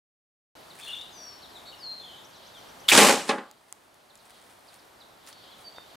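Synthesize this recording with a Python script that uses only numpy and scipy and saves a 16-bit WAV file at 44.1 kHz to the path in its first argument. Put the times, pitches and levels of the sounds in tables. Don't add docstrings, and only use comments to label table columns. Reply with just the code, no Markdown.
import sys
import numpy as np
from scipy import signal
from scipy.fft import rfft, irfft
from scipy.io import wavfile
from scipy.ndimage import uniform_filter1d, minimum_filter1d

SR = 44100
rng = np.random.default_rng(int(sys.argv[2]) if len(sys.argv) > 2 else 0)


def wav_out(sig):
    wavfile.write(sys.argv[1], SR, np.round(np.clip(np.atleast_2d(sig).T, -1, 1) * 32767).astype(np.int16))


N = 263975
TIME = np.arange(N) / SR

# (f/Hz, relative level/dB per Hz)
VALVE_COLOUR = [(100, -33.5), (500, -23), (1200, -10), (2300, -6), (3300, -7), (4400, -7), (5900, -14.5),
                (8000, -10), (10000, -13.5), (12500, -20), (14500, -17), (16000, -25.5)]
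# (t/s, level/dB, f/Hz)
POPS = [(2.8872, -4, 3450), (2.9168, -3, 2440)]
# (f/Hz, relative level/dB per Hz)
JET_COLOUR = [(18, -53.5), (30, -24.5), (93, -17.5), (280, -1.5), (1130, -4), (1500, -5.5), (1670, -5.5),
              (1810, -4), (2540, -4), (3400, -7), (5900, -8.5), (8300, -8.5), (14400, -22), (16000, -41.5)]
VALVE_S, VALVE_ATTACK_S, VALVE_HOLD_S, VALVE_T60_S, VALVE_DB = 2.880, .008, .019, .05, -18
POP_SWELL_S, POP_TRIP_S, POP_LOSS_DB = .0007, .0038, 3
LEAK_S, LEAK_ATTACK_S, LEAK_DB = 2.915, .007, -13.5
JET_S, JET_ATTACK_S, JET_HOLD_S, JET_T60_S, JET_DB, JET_SAG_DB_PER_S = 2.972, .01, .113, .33, -4, 42

# (t/s, level/dB, bright up to f/Hz)
BLOWS = [(2.9755, 2.5, 12200), (3.010, 1.5, 550), (3.016, -4, 7000), (3.023, -2.5, 910), (3.041, -.5, 805),
         (3.083, -9, 3000), (3.092, -2, 1480), (3.135, -8, 684), (3.278, -21.5, 3000), (3.2912, -7.5, 5100),
         (3.2945, -10, 3000), (3.329, -9.5, 500), (3.381, -19.5, 2000)]
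# (f/Hz, relative level/dB, t60/s)
PLATE_MODES = [(201.8, -8, .2), (235, -7, 0.25), (267, -5, 0.23), (332.5, -10, 0.31), (395.6, -4, .2),
               (452, -1.5, 0.18), (543, -2, 0.2), (596.7, -5.5, .2), (653, -11.5, 0.11), (765, -5.5, 0.27),
               (825, -2.5, 0.15), (837, -2.5, 0.3), (1058, -3, 0.19), (1164, -5.5, 0.26), (1270, -14, 0.27),
               (1480, -8, 0.12), (1660, -8.5, .2), (2000, -9, 0.2), (2110, -13.5, .22), (2580, -7, .18)]
# (f/Hz, t60/s)
CRASH_COLOUR = [(30, -48), (100, -28), (200, -12), (450, -9.5), (900, -7.5), (1600, -4.5), (2600, -6),
                (4000, -4), (6500, -8), (10000, -6), (12500, -24), (16000, -25.5)]
CRASH_T60 = [(200, .22), (1000, 0.36), (3000, 0.088), (10000, .09)]
REBOUND_S, REBOUND_LOSS_DB, REBOUND_DULLING = .02, 14, .7
CONTACT_S = .0013
SCRAPE_S, SCRAPE_ATTACK_S, SCRAPE_T60_S, SCRAPE_DB = 3.25, .04, .22, -28
WOBBLE_S, WOBBLE_ATTACK_S, WOBBLE_HOLD_S, WOBBLE_T60_S = 3.15, .06, .13, .15
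WOBBLE_HZ, WOBBLE_DB = 165, -45

# (t/s, level/dB, f/Hz, t60/s)
TICKS = [(1.013, -39, 4900, .027), (3.513, -29, 9500, .0055), (3.7257, -11.5, 9500, .0033),
         (3.7254, -25, 1600, .0095), (3.943, -35.5, 9580, .009), (4.155, -34, 8000, .0085),
         (4.175, -39, 8070, .025), (4.742, -37.5, 9000, .017), (5.273, -36.5, 5900, .062),
         (5.327, -37, 4900, .035), (5.762, -39, 3920, .0088), (5.7835, -30.5, 1600, .009)]
PATTER_FROM_S, PATTER_TO_S, PATTER_DB, PATTER_SPREAD_DB = 4.12, 4.95, -45, 3
PATTER_HZ, PATTER_T60_S = 8200, .012
# (t/s, level/dB, time/s to swell or settle by 8.7 dB)
RUSTLES = [(.8, -54, .03), (.89, -50.5, .11), (3.7, -57, .2), (4.3, -54, .13), (4.5, -57, .09),
           (4.76, -57, .1), (5.29, -47, .022), (5.61, -56, .025)]
# (f/Hz, relative level/dB per Hz)
RUSTLE_COLOUR = [(200, -22.5), (1500, 4.5), (4000, -4), (7000, -5), (9500, 2), (12000, -9.5),
                 (16000, -10.5)]

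# (t/s, length/s, start f/Hz, level/dB, left minus right/dB)
CHIPS = [(.698, .026, 5000, -53.5, 2), (1.422, .042, 4750, -49.5, 4), (1.485, .09, 5400, -60, 4),
         (2.33, .04, 5200, -57.5, 2), (2.535, .06, 3950, -53, 3), (2.833, .035, 3400, -56, 3),
         (4.097, .02, 4950, -53.5, -7), (4.19, .03, 5400, -56, -3), (4.676, .033, 5400, -53.5, -5),
         (4.789, .018, 6100, -56, 2), (5.001, .028, 5100, -49.5, -3), (5.511, .045, 4750, -56, -4)]
CHIP_FLOOR_HZ, CHIP_LEFT_SHARE = 2600, .33
# (t/s, length/s, start f/Hz, settled f/Hz, sag/Hz per s, level/dB, waver 0-1, left minus right/dB)
WHISTLES = [(1.085, .27, 7350, 5980, 2200, -49, .11, 4), (1.10, .28, 5250, 4750, 1200, -56, .12, 4),
            (1.655, .065, 4380, 4450, 0, -55, .06, -4), (1.765, .207, 6000, 4090, -400, -39, .16, 2.5),
            (1.955, .22, 4300, 3480, 1600, -50.5, .6, 1), (5.3, .13, 4480, 4450, 0, -61, .25, 1),
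            (5.642, .05, 4660, 4460, 0, -41.5, .02, -2.5), (5.752, .06, 3660, 3590, 0, -53.5, .04, -1.5)]
WHISTLE_SETTLE_S, WHISTLE_SLIDE_SHAPE, WHISTLE_SOFT_DB_PER_HZ = .05, 1.5, .013
# (t/s, length/s, f/Hz, level/dB, waver 0-1)
CHIRPS = [(.781, .038, 2500, -52.5, 1), (.805, .135, 3500, -46.5, .7), (.821, .08, 4250, -53.5, .6),
          (.868, .06, 2820, -41.5, .55), (.93, .019, 3560, -35.5, .26), (.941, .039, 3000, -49, 1),
          (.948, .095, 3630, -44.5, .65), (1.55, .041, 3760, -50.5, .9), (1.655, .059, 3780, -48.5, .8),
          (1.721, .028, 2880, -50, .5), (2.1, .15, 3600, -56, 1), (5.38, .24, 3300, -62, .8)]
CHIRP_PAN_DB = 4
PIPS_S, PIP_PERIOD_S, PIP_S, PIP_FROM_HZ, PIP_TO_HZ = 2.241, .1107, .024, 5300, 6400
PIP_DB, PIP_WAVER, PIP_PAN_DB = -58, .6, 3

# (f/Hz, relative level/dB per Hz)
HUSH_COLOUR = [(15, -37), (25, -13), (64, -4.5), (236, -1.5), (503, -1), (607, 2), (840, 1.5), (2480, -9.5),
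               (3720, -13), (5140, -13.5), (6920, -16), (12900, -18), (14800, -22.5), (16000, -31)]
HUSH_DB = -51.4

# (f/Hz, side minus mid/dB)
FAR_WIDTH = [(60, -14), (110, -14), (200, -8), (380, -2), (700, -3), (1290, -1.5), (2380, -3), (4400, -8),
             (8120, -10.5), (15000, -29.5)]
NEAR_WIDTH = [(100, -26.5), (500, -12), (1300, -13), (3000, -12), (8000, -10.5), (14000, -19)]
# (from t/s, to t/s)
LIVE_SPAN = (.553, 5.957)
TOP_HZ = 15700


def cannon(turbulence_db=2.5, turbulence_hz=450, sizzle_hz=10500, sizzle_power=0.3,
           gust_db=-38, gust_s=2.965, gust_length=0.028, trip_jitter=.12):
    valve = noise(VALVE_COLOUR, NEAR_WIDTH, size=N) * undb(VALVE_DB)
    valve = valve * envelope(VALVE_S, VALVE_ATTACK_S, VALVE_HOLD_S, VALVE_T60_S)

    leak = undb(LEAK_DB) * envelope(LEAK_S, LEAK_ATTACK_S, JET_S - LEAK_S, JET_T60_S)
    sag_db = JET_SAG_DB_PER_S * np.clip(TIME - JET_S, 0, JET_HOLD_S)
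    jet = undb(JET_DB - sag_db) * envelope(JET_S, JET_ATTACK_S, JET_HOLD_S, JET_T60_S)
    flow = np.maximum(leak, jet)
    roar = filtered(noise(JET_COLOUR, NEAR_WIDTH, size=N), [130, sizzle_hz], "band", order=4)
    sizzle = filtered(noise(JET_COLOUR, NEAR_WIDTH, size=N), sizzle_hz, "high", order=4)
    sizzle = sizzle * (flow / flow.max()) ** sizzle_power
    turbulence = undb(turbulence_db * walk(turbulence_hz, size=N))
    out = (valve + flow * (roar + sizzle)) * turbulence

    t = TIME[:SR // 20]
    packet = (t / POP_SWELL_S * np.exp(1 - t / POP_SWELL_S)) ** 2
    for s, db, hz in POPS:
        pulse = packet * np.sin(2 * np.pi * hz * t)
        for trip, chance in enumerate(rng.standard_normal(size=4)):
            delay = trip * POP_TRIP_S * (1 + trip_jitter * chance)
            add(out, s + delay, undb(db - trip * POP_LOSS_DB) * pulse)

    gust = noise([(15, -7), (40, 0), (90, -3), (200, -26), (600, -79)], NEAR_WIDTH, size=N)
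    return out + undb(gust_db) * gust * np.exp(-((TIME - gust_s) / gust_length) ** 2)


def plate(modes_db=-6.0, crash_db=-2, bend_share=.014):
    out, t = np.zeros((2, N)), TIME[:SR // 2]
    hz, db, t60 = np.transpose(PLATE_MODES)[:, :, None]
    rings = undb(db) / np.sqrt(np.sum(undb(db) ** 2) / 2) * fade(t, t60)
    octave = np.log2(np.clip(np.fft.rfftfreq(len(t), 1 / SR), 2 ** 7, 2 ** 14))
    for s, blow_db, bright_hz in contacts():
        bent_hz = hz * (1 + bend_share * rng.standard_normal(hz.shape))
        phase = 2 * np.pi * (bent_hz * t + rng.random(hz.shape))
        ring = np.sum(rings * np.sin(phase), axis=0)

        crowd = rfft(noise(CRASH_COLOUR, NEAR_WIDTH, size=len(t)))
        crash = 0
        for k in range(7, 15):
            band = irfft(crowd * np.maximum(1 - abs(octave - k), 0), len(t))
            crash = crash + band * fade(t, over_pitch(CRASH_T60, 2 ** k))

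        contact = CONTACT_S * np.sqrt(1000 / bright_hz)
        blow = (undb(modes_db) * ring + undb(crash_db) * crash) * (1 - np.exp(-t / contact))
        add(out, s, undb(blow_db) * filtered(blow, bright_hz, "low"))
    return out


def contacts(count=2, uneven=.3):
    gaps = REBOUND_S * np.exp(uneven * rng.standard_normal((len(BLOWS), count)))
    hits = []
    for (s, db, hz), row in zip(BLOWS, gaps):
        for k, late in enumerate([0, *np.cumsum(row)]):
            hits.append((s + late, db - k * REBOUND_LOSS_DB, hz * REBOUND_DULLING ** k))
    return hits


def scrape():
    rub = noise(CRASH_COLOUR, NEAR_WIDTH, size=N) * undb(SCRAPE_DB)
    return rub * envelope(SCRAPE_S, SCRAPE_ATTACK_S, 0, SCRAPE_T60_S)


def wobble(skirt_db=-25):
    colour = [(WOBBLE_HZ / 10, -60), (WOBBLE_HZ / 2, skirt_db), (WOBBLE_HZ, 0),
              (WOBBLE_HZ * 2, skirt_db), (WOBBLE_HZ * 10, -80)]
    flutter = noise(colour, NEAR_WIDTH, size=N) * undb(WOBBLE_DB)
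    return flutter * envelope(WOBBLE_S, WOBBLE_ATTACK_S, WOBBLE_HOLD_S, WOBBLE_T60_S)


def ticks(grain_db=3, body_db=-9):
    out, t = np.zeros((2, N)), TIME[:SR // 5]
    for s, db, hz, t60 in [*TICKS, *patter()]:
        colour = [(hz / 40, -25), (hz / 3, body_db), (hz, 0), (hz * 2, -16), (hz * 8, -45)]
        grain = undb(grain_db * walk(1350, size=len(t)))
        burst = noise(colour, NEAR_WIDTH, size=len(t)) * fade(t, t60) * grain
        add(out, s, undb(db) * burst / 2)
    return out


def patter(count=10):
    crumbs = []
    for when, size in rng.random((count, 2)):
        s = PATTER_FROM_S + when * (PATTER_TO_S - PATTER_FROM_S)
        db = PATTER_DB + PATTER_SPREAD_DB * (2 * size - 1)
        crumbs.append((s, db, PATTER_HZ, PATTER_T60_S))
    return crumbs


def rustle(grain_db=5, grain_hz=700):
    crackle = noise(RUSTLE_COLOUR, NEAR_WIDTH, size=N) * undb(grain_db * walk(grain_hz, size=N))
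    stir = sum(undb(db) * np.exp(-abs(TIME - s) / swell) for s, db, swell in RUSTLES)
    return unit(crackle) * stir


def birds(chip_waver=.2, chirp_rise=.01):
    out = np.zeros((2, N))
    for s, length, hz, db, pan_db in CHIPS:
        left = CHIP_LEFT_SHARE ** np.linspace(0, 1, int(length * SR))
        path_hz = CHIP_FLOOR_HZ + (hz - CHIP_FLOOR_HZ) * left
        add(out, s, syllable(path_hz, db, chip_waver, pan_db))
    for s, length, start_hz, settled_hz, sag, db, waver, pan_db in WHISTLES:
        t = TIME[:int(length * SR)]
        above_hz = (start_hz - settled_hz) * np.exp(-(t / WHISTLE_SETTLE_S) ** WHISTLE_SLIDE_SHAPE)
        path_hz = settled_hz + above_hz - sag * t
        add(out, s, syllable(path_hz, db - WHISTLE_SOFT_DB_PER_HZ * above_hz, waver, pan_db))
    for s, length, hz, db, waver in CHIRPS:
        path_hz = hz * (1 + chirp_rise * np.linspace(-1, 1, int(length * SR)))
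        add(out, s, syllable(path_hz, db, waver, CHIRP_PAN_DB))
    pip_hz = np.linspace(PIP_FROM_HZ, PIP_TO_HZ, int(PIP_S * SR))
    for k in range(6):
        add(out, PIPS_S + k * PIP_PERIOD_S, syllable(pip_hz, PIP_DB, PIP_WAVER, PIP_PAN_DB))
    return out


def syllable(hz, db, waver, pan_db, waver_share=.082, waver_hz=330, flutter_db=2, overtone_db=-14):
    u = np.linspace(0, 1, len(hz))
    wavering_hz = hz * (1 + waver_share * waver * walk(waver_hz, size=SR)[:len(u)])
    phase = 2 * np.pi * np.cumsum(wavering_hz) / SR
    swell = np.sqrt(8 * u * (1 - u)) * undb(db + flutter_db * walk(90, size=SR)[:len(u)])
    tone = np.sin(phase) + waver ** 2 * undb(overtone_db) * np.sin(2 * phase)
    return swell * tone * undb([[pan_db / 2], [-pan_db / 2]])


def hush(sway_db=1.4, chorus_db=-61, chorus_sway_db=3):
    air = noise(HUSH_COLOUR, FAR_WIDTH, size=N) * undb(HUSH_DB + sway_db * walk(5, size=N))
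    chorus_colour = [(1800, -50), (3000, -2.5), (3700, -1.5), (4600, -4), (7500, -37)]
    chorus = noise(chorus_colour, FAR_WIDTH, size=N)
    return air + chorus * undb(chorus_db + chorus_sway_db * walk(11, size=N))


def garden(x, wet_db, t60, delay, width):
    t = TIME[:SR]
    tail = noise([(100, 1), (4000, -2.5), (16000, -4.5)], width, size=SR)
    tail = tail * fade(t, t60) * (1 - np.exp(-(t / delay) ** 2))
    echoes = signal.fftconvolve(x, unit(tail) / np.sqrt(SR), axes=1)[:, :N]
    return x + undb(wet_db) * echoes


def undb(db):
    return 10 ** (np.asarray(db) / 20)


def over_pitch(points, hz):
    f, value = np.transpose(points)
    return np.interp(np.log(np.maximum(hz, 1)), np.log(f), value)


def fade(t, t60):
    return np.exp(-np.log(1000) * t / t60)


def envelope(s, attack, hold, t60):
    t = TIME - s
    return np.clip(t / attack, 0, 1) ** 2 * fade(np.maximum(t - attack - hold, 0), t60)


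def unit(x):
    return x / np.sqrt(np.mean(x ** 2))


def walk(rate, size):
    steps = rng.standard_normal(int(size / SR * rate) + 2)
    return np.interp(np.arange(size) / SR * rate, np.arange(len(steps)), steps)


def noise(colour, width, size):
    hz = np.fft.rfftfreq(size, 1 / SR)
    mid, side = rfft(rng.standard_normal((2, size)))
    side = side * undb(over_pitch(width, hz))
    left_right = np.array([mid + side, mid - side])
    return unit(irfft(left_right * undb(over_pitch(colour, hz)), size))


def filtered(x, hz, kind, order=2):
    sos = signal.butter(order, np.clip(hz, 5, .48 * SR), kind, fs=SR, output="sos")
    return signal.sosfilt(sos, x)


def add(out, s, sound):
    start = int(s * SR)
    out[:, start:start + sound.shape[-1]] += sound[..., :N - start]


def scene():
    shot = garden(cannon(), wet_db=-17.5, t60=.55, delay=.045, width=NEAR_WIDTH)
    sheet = filtered(plate() + scrape() + wobble(), 160, "high", order=4)
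    target = garden(sheet + ticks(), wet_db=-23, t60=.35, delay=.02, width=NEAR_WIDTH)
    song = garden(birds(), wet_db=-5, t60=0.58, delay=0.01, width=FAR_WIDTH)
    return shot + target + song + rustle() + hush()


def gain_control(x, top_db=-9, range_db=9, hold=.9, recovery_db=5):
    power = uniform_filter1d(np.mean(x ** 2, axis=0), size=SR // 200)
    excess_db = np.clip(10 * np.log10(np.maximum(power, 1e-12)) - top_db, 0, range_db)
    half = int(hold * SR / 2)
    held_db = -minimum_filter1d(-excess_db, 2 * half + 1, origin=half)
    recovered_db = recovery_db * TIME
    cut_db = np.maximum.accumulate(held_db + recovered_db) - recovered_db
    return x * undb(-uniform_filter1d(cut_db, size=SR // 500))


def record(dry):
    live = (TIME > LIVE_SPAN[0]) & (TIME < LIVE_SPAN[1])
    x = gain_control(dry) * live
    rounded = x / (1 + (x / .9) ** 6) ** (1 / 6)
    return signal.sosfilt(signal.ellip(8, .2, 70, TOP_HZ, fs=SR, output="sos"), rounded)


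dry = scene()
out = record(dry)
wav_out(out)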